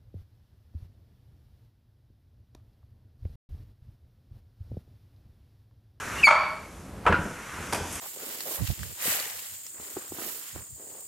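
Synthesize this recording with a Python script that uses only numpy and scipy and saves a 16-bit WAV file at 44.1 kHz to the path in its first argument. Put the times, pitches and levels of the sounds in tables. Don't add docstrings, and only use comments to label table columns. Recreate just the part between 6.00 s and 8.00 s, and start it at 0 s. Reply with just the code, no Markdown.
import sys
import numpy as np
from scipy import signal
from scipy.fft import rfft, irfft
from scipy.io import wavfile
from scipy.ndimage import uniform_filter1d

SR = 44100
rng = np.random.default_rng(int(sys.argv[2]) if len(sys.argv) > 2 else 0)


def wav_out(sig):
    wavfile.write(sys.argv[1], SR, np.round(np.clip(np.atleast_2d(sig).T, -1, 1) * 32767).astype(np.int16))


N = 88200
TIME = np.arange(N) / SR
GRIP_S = .231


# t/s, f/Hz, level/dB
SQUEAK_TRACK = [(.16, 2810, -51), (.219, 2757, -41.5), (.228, 2736, -44), (.233, 2635, -18.5),
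                (.238, 2545, -10), (.2405, 2404, -16), (.243, 2335, -9), (.26, 2267, -20),
                (.271, 2178, -18.5), (.284, 2161, -20), (.294, 2170, -61)]
# harmonic number, level/dB re fundamental
SQUEAK_OVERTONES = [(2, -5.5), (3, -16), (4, -20.5), (5, -25.5)]

def squeak():
    bite_s, bite_half_width_s = .2634, .0098
    pane_echo_s, pane_echo_db = .0065, -12
    hz, db = in_time(SQUEAK_TRACK)
    loose = TIME < GRIP_S
    jitter = np.where(loose, .041, .0044) * drift(rate_hz=193)
    phase = 2 * np.pi * np.cumsum(hz * (1 + jitter)) / SR
    rough_phase = phase + .12 * drift(rate_hz=300)
    overtones = sum(from_db(level) * np.sin(round(k) * rough_phase) for k, level in SQUEAK_OVERTONES)
    bite = 1 / (1 + ((TIME - bite_s) / bite_half_width_s) ** 2)
    flutter_db = np.where(loose, 6, .8) * drift(rate_hz=115)
    sounding = (TIME > SQUEAK_TRACK[0][0]) & (TIME < SQUEAK_TRACK[-1][0])
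    tone = np.sqrt(2) * from_db(db + flutter_db) * (np.sin(phase) + bite * overtones) * sounding
    return tone + from_db(pane_echo_db) * np.interp(TIME - pane_echo_s, TIME, tone)


# t/s, level/dB
JUDDER_SLIPS = [(.2705, -9), (0.274, -1.5), (.279, -4), (.2825, -3), (.288, -4), (.298, -7.5), (.3085, -1),
                (.312, -0.5), (.331, -6), (.435, -15)]
# f/Hz, gain/dB, t60/s
BLADE_MODES = [(631, -22.5, 0.057), (894, -13.5, 0.018), (1040, -9.5, 0.016), (1314, -11.5, 0.022),
               (1730, -17, 0.0055), (2233, -16.5, 0.029), (3510, -13, 0.0056)]

def judder():
    spray_db = -30.5
    spray_envelope = sum(from_db(db + spray_db) * decay(s, t60_s=.03) for s, db in JUDDER_SLIPS)
    spray = band_pass(spray_envelope * rng.standard_normal(N), hz=[600, 7500], order=4)
    ringing = struck(JUDDER_SLIPS, BLADE_MODES, spread_db=4.5)
    return band_pass(ringing, hz=[520, 2560], order=3) + spray


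# t/s, swish level/dB, hiss level/dB; the swish swell near 1.138 s is the noisy tail of the
RUB_LEVELS = [(0, -37.5, -43.5), (0.219, -34, -41), (.32, -38.5, -54), (.6, -50.5, -56.5), (.8, -62, -56),
              (1.03, -54.5, -68), (1.138, -28, -55), (1.23, -49.5, -46.5), (1.38, -43, -48.5),
              (1.64, -39.5, -43.5), (1.85, -52, -42.5), (1.93, -47, -37), (2, -42.5, -37.5)]
# f/Hz, relative density/dB
SWISH_SPECTRUM = [(200, 0), (750, -3.5), (1350, 5.5), (1900, 1), (2700, -3), (3400, -15.5), (4200, -13.5),
                  (8000, -36.5)]
# f/Hz, relative density/dB
HISS_SPECTRUM = [(2000, -0.5), (3500, 0), (4200, -10.5), (5600, 2.5), (6900, 3), (8700, -1), (12500, -4)]

def rubbing():
    settle_s = .016
    gripping = (TIME > GRIP_S + settle_s) & (TIME < JUDDER_SLIPS[0][0])
    hush_db = 8 * uniform_filter1d(gripping.astype(float), size=300)
    out = 0
    for db, spectrum in zip(in_time(RUB_LEVELS), (SWISH_SPECTRUM, HISS_SPECTRUM)):
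        grain_db = .5 * drift(rate_hz=44)
        out += from_db(db - hush_db + grain_db) * colour(diffuse(), spectrum)
    return out


# t/s, relative level/dB, t60/s, ring f/Hz
TOOL_KNOCKS = [(1.053, -31.5, 0.13, 905), (1.064, -15.5, 0.17, 1293), (1.072, -18, 0.066, 940),
               (1.08, -16.5, 0.074, 864), (1.1242, -16, 0.047, 1570), (1.255, -32, 0.034, 497)]
# f/Hz, relative density/dB
KNOCK_SPECTRUM = [(100, -19), (300, -19), (500, -2), (950, -3.5), (1500, -7.5), (1900, -10), (2900, -11),
                  (4200, -31.5), (8000, -32.5), (12500, -46)]
# t/s, level/dB
HANDLE_RATTLES = [(1.131, -8), (1.142, -3), (1.154, -9)]
# f/Hz, gain/dB, t60/s
HANDLE_MODES = [(1420, -11.5, .06), (1571, -19.5, 0.043)]

def knocks():
    ring_db, crack_db = 12.5, -10
    hollow = np.zeros((2, N))
    for s, db, t60_s, hz in TOOL_KNOCKS:
        contact = bursts([(s, db, t60_s)], KNOCK_SPECTRUM)
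        ring = signal.lfilter(*signal.iirpeak(hz, Q=5, fs=SR), contact)
        hollow += .5 * (contact + from_db(ring_db) * ring)
    crack_envelope = sum(from_db(db + crack_db) * decay(s, t60_s=.009) for s, db, _, _ in TOOL_KNOCKS)
    cracks = band_pass(crack_envelope * diffuse(), hz=[1500, 6500], order=2)
    return hollow + cracks + struck(HANDLE_RATTLES, HANDLE_MODES, spread_db=1.5)


# t/s, relative level/dB
PANEL_PUSHES = [(1.065, -3), (1.09, 3), (1.101, 2), (1.127, 1), (1.186, -1.5), (1.252, -5.5), (1.731, -12),
                (1.805, -6)]
# f/Hz, gain/dB, t60/s
PANEL_MODES = [(82.5, -28.5, 0.15), (156.3, -35.5, 0.35), (209, -34.5, 0.22)]
# f/Hz, relative density/dB
THUD_SPECTRUM = [(25, 6.5), (70, -10), (200, 3.5), (450, -3.5), (700, -6.5), (2000, -67)]

def panel_boom():
    thud_db, thud_t60_s = -25.5, .16
    thuds = bursts([(s, db + thud_db, thud_t60_s) for s, db in PANEL_PUSHES], THUD_SPECTRUM)
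    return thuds + struck(PANEL_PUSHES, PANEL_MODES, spread_db=2)


# t/s, level/dB, t60/s
BLADE_SLAPS = [(1.725, -21.5, 0.058), (1.732, -17.5, 0.034), (1.745, -26, 0.13)]
# f/Hz, relative density/dB
SLAP_SPECTRUM = [(100, -7), (240, 1), (550, 0), (1000, -0.5), (1700, -4.5), (3200, -11), (4000, -19.5),
                 (4800, -12), (8000, -16), (12500, -18)]
# t/s, level/dB, t60/s
WATER_SPITS = [(1.924, -32.5, 0.1), (1.954, -28.5, 0.035)]
# f/Hz, relative density/dB
SPIT_SPECTRUM = [(3000, -51), (6500, -15), (8700, 2.5), (10500, -4)]

def landing():
    return bursts(BLADE_SLAPS, SLAP_SPECTRUM) + bursts(WATER_SPITS, SPIT_SPECTRUM)


# f/Hz, relative gain/dB
PANE_RESPONSE = [(2250, 2), (2600, -8), (4500, -0.5), (7000, 1.5)]

def pane_radiation(x):
    return colour(x, PANE_RESPONSE)


# f/Hz, t60/s
ROOM_DECAY = [(100, 0.39), (500, 0.56), (1200, 0.52), (4500, 0.62), (8000, 0.22), (12000, 0.11)]

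def bathroom(x):
    first_echo_s, bend = .0025, 1.5
    hz = np.linspace(0, SR / 2, N // 2 + 1)
    noise_spectrum = rfft(diffuse())
    tail = 0
    for centre_hz, t60_s in ROOM_DECAY:
        band = at_hz([(f, f == centre_hz) for f, _ in ROOM_DECAY], hz)
        fade = np.exp(-np.log(1000) * (TIME / t60_s) ** bend) * (TIME > first_echo_s)
        tail += irfft(noise_spectrum * band, N) * fade / np.linalg.norm(fade)
    return signal.fftconvolve(x[None], tail, axes=1)[:, :N]


# f/Hz, gain/dB
STALL_MODES = [(612, 2.5), (838, 8.5), (920, 5), (2198, 3), (2222, 11), (3410, 15)]

def stall(x):
    t60_s = .61
    bandwidth_hz = np.log(1000) / (np.pi * t60_s)
    return sum(from_db(db) * signal.lfilter(*signal.iirpeak(hz, hz / bandwidth_hz, fs=SR), x + 1e-18)
               for hz, db in STALL_MODES)


# t/s, level/dB
RUMBLE_LEVELS = [(0, -50.5), (.21, -41), (.3, -50), (.6, -49), (1.0, -40.5), (1.3, -44), (1.47, -54.5),
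                 (1.6, -39.5), (2, -47.5)]
# f/Hz, relative density/dB
RUMBLE_SPECTRUM = [(20, -33), (45, 0), (85, 6.5), (125, -2.5), (190, 1.5), (300, -7), (550, -8),
                   (1200, -25.5), (4000, -75)]
# f/Hz, relative density/dB
ROOM_HISS_SPECTRUM = [(1100, -4), (3000, -17), (6000, -19.5)]

def room_tone():
    rumble_db, = in_time(RUMBLE_LEVELS)
    rumble = from_db(rumble_db) * colour(diffuse(), RUMBLE_SPECTRUM)
    return rumble + from_db(-50) * colour(diffuse(), ROOM_HISS_SPECTRUM)


# f/Hz, side level/dB re mid
STEREO_WIDTH = [(60, -31), (550, -19), (2200, -15), (8000, -9)]

def diffuse():
    mid, side = rng.standard_normal((2, N))
    side_gain = from_db(at_hz(STEREO_WIDTH, np.linspace(0, SR / 2, N // 2 + 1)))
    side = irfft(rfft(side) * side_gain, N)
    return np.array([mid + side, mid - side])


def bursts(contacts, spectrum):
    power = sum((from_db(db) * decay(s, t60_s)) ** 2 for s, db, t60_s in contacts)
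    return colour(np.sqrt(power) * diffuse(), spectrum)


def struck(hits, modes, spread_db):
    s, db = np.transpose(hits)
    out = np.zeros(N)
    for k, (hz, mode_db, t60_s) in enumerate(modes):
        clicks = np.full(N, 1e-18)
        clicks[(s * SR).astype(int)] = from_db(db + mode_db + spread_db * rng.standard_normal(len(s)))
        radius = np.exp(-np.log(1000) / (t60_s * SR))
        angle = 2 * np.pi * hz / SR
        feedback = [1, -2 * radius * np.cos(angle), radius * radius]
        out += (-1) ** k * signal.lfilter([0, np.sin(angle)], feedback, clicks)
    return out


def decay(start_s, t60_s, rise_s=.0005):
    age_s = np.maximum(TIME - start_s, 0)
    return (1 - np.exp(-age_s / rise_s)) * np.exp(-np.log(1000) * age_s / t60_s)


def drift(rate_hz):
    pole = np.exp(-2 * np.pi * rate_hz / SR)
    wander = signal.lfilter([1], [1, -2 * pole, pole * pole], rng.standard_normal(2 * N))
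    return unit_rms(wander[N:])


def colour(x, spectrum):
    gain = unit_rms(from_db(at_hz(spectrum, np.linspace(0, SR / 2, N + 1))))
    cepstrum = irfft(np.log(gain))
    cepstrum[1:N] *= 2
    cepstrum[N + 1:] = 0
    return irfft(rfft(x, 2 * N) * np.exp(rfft(cepstrum)))[..., :N]


def band_pass(x, hz, order):
    return signal.sosfilt(signal.butter(order, hz, "band", fs=SR, output="sos"), x)


def in_time(rows):
    s, *columns = np.transpose(rows)
    return [np.interp(TIME, s, column) for column in columns]


def at_hz(points, hz):
    point_hz, values = np.transpose(points)
    return np.interp(np.log(hz + 1), np.log(point_hz), values)


def from_db(db):
    return 10 ** (np.asarray(db) / 20)


def unit_rms(x):
    return x / np.sqrt(np.mean(x ** 2) + 1e-20)


def scene():
    tone, slips = squeak(), judder()
    bumps = panel_boom() + knocks()
    slap = landing()
    into_room = (from_db(-4.5) * pane_radiation(tone) + slips
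                 + from_db(-9) * bumps.mean(axis=0) + from_db(-3) * slap.mean(axis=0))
    echoes = bathroom(into_room) + stall(into_room)
    return tone + slips + bumps + slap + echoes + rubbing() + room_tone()


def record(dry):
    low_cut_hz, top_cut_hz = 34, 12400
    low_cut = signal.butter(2, low_cut_hz, "high", fs=SR, output="sos")
    top_cut = signal.ellip(10, .2, 80, top_cut_hz, fs=SR, output="sos")
    return signal.sosfilt(top_cut, signal.sosfilt(low_cut, dry))


dry = scene()
out = record(dry)
wav_out(out)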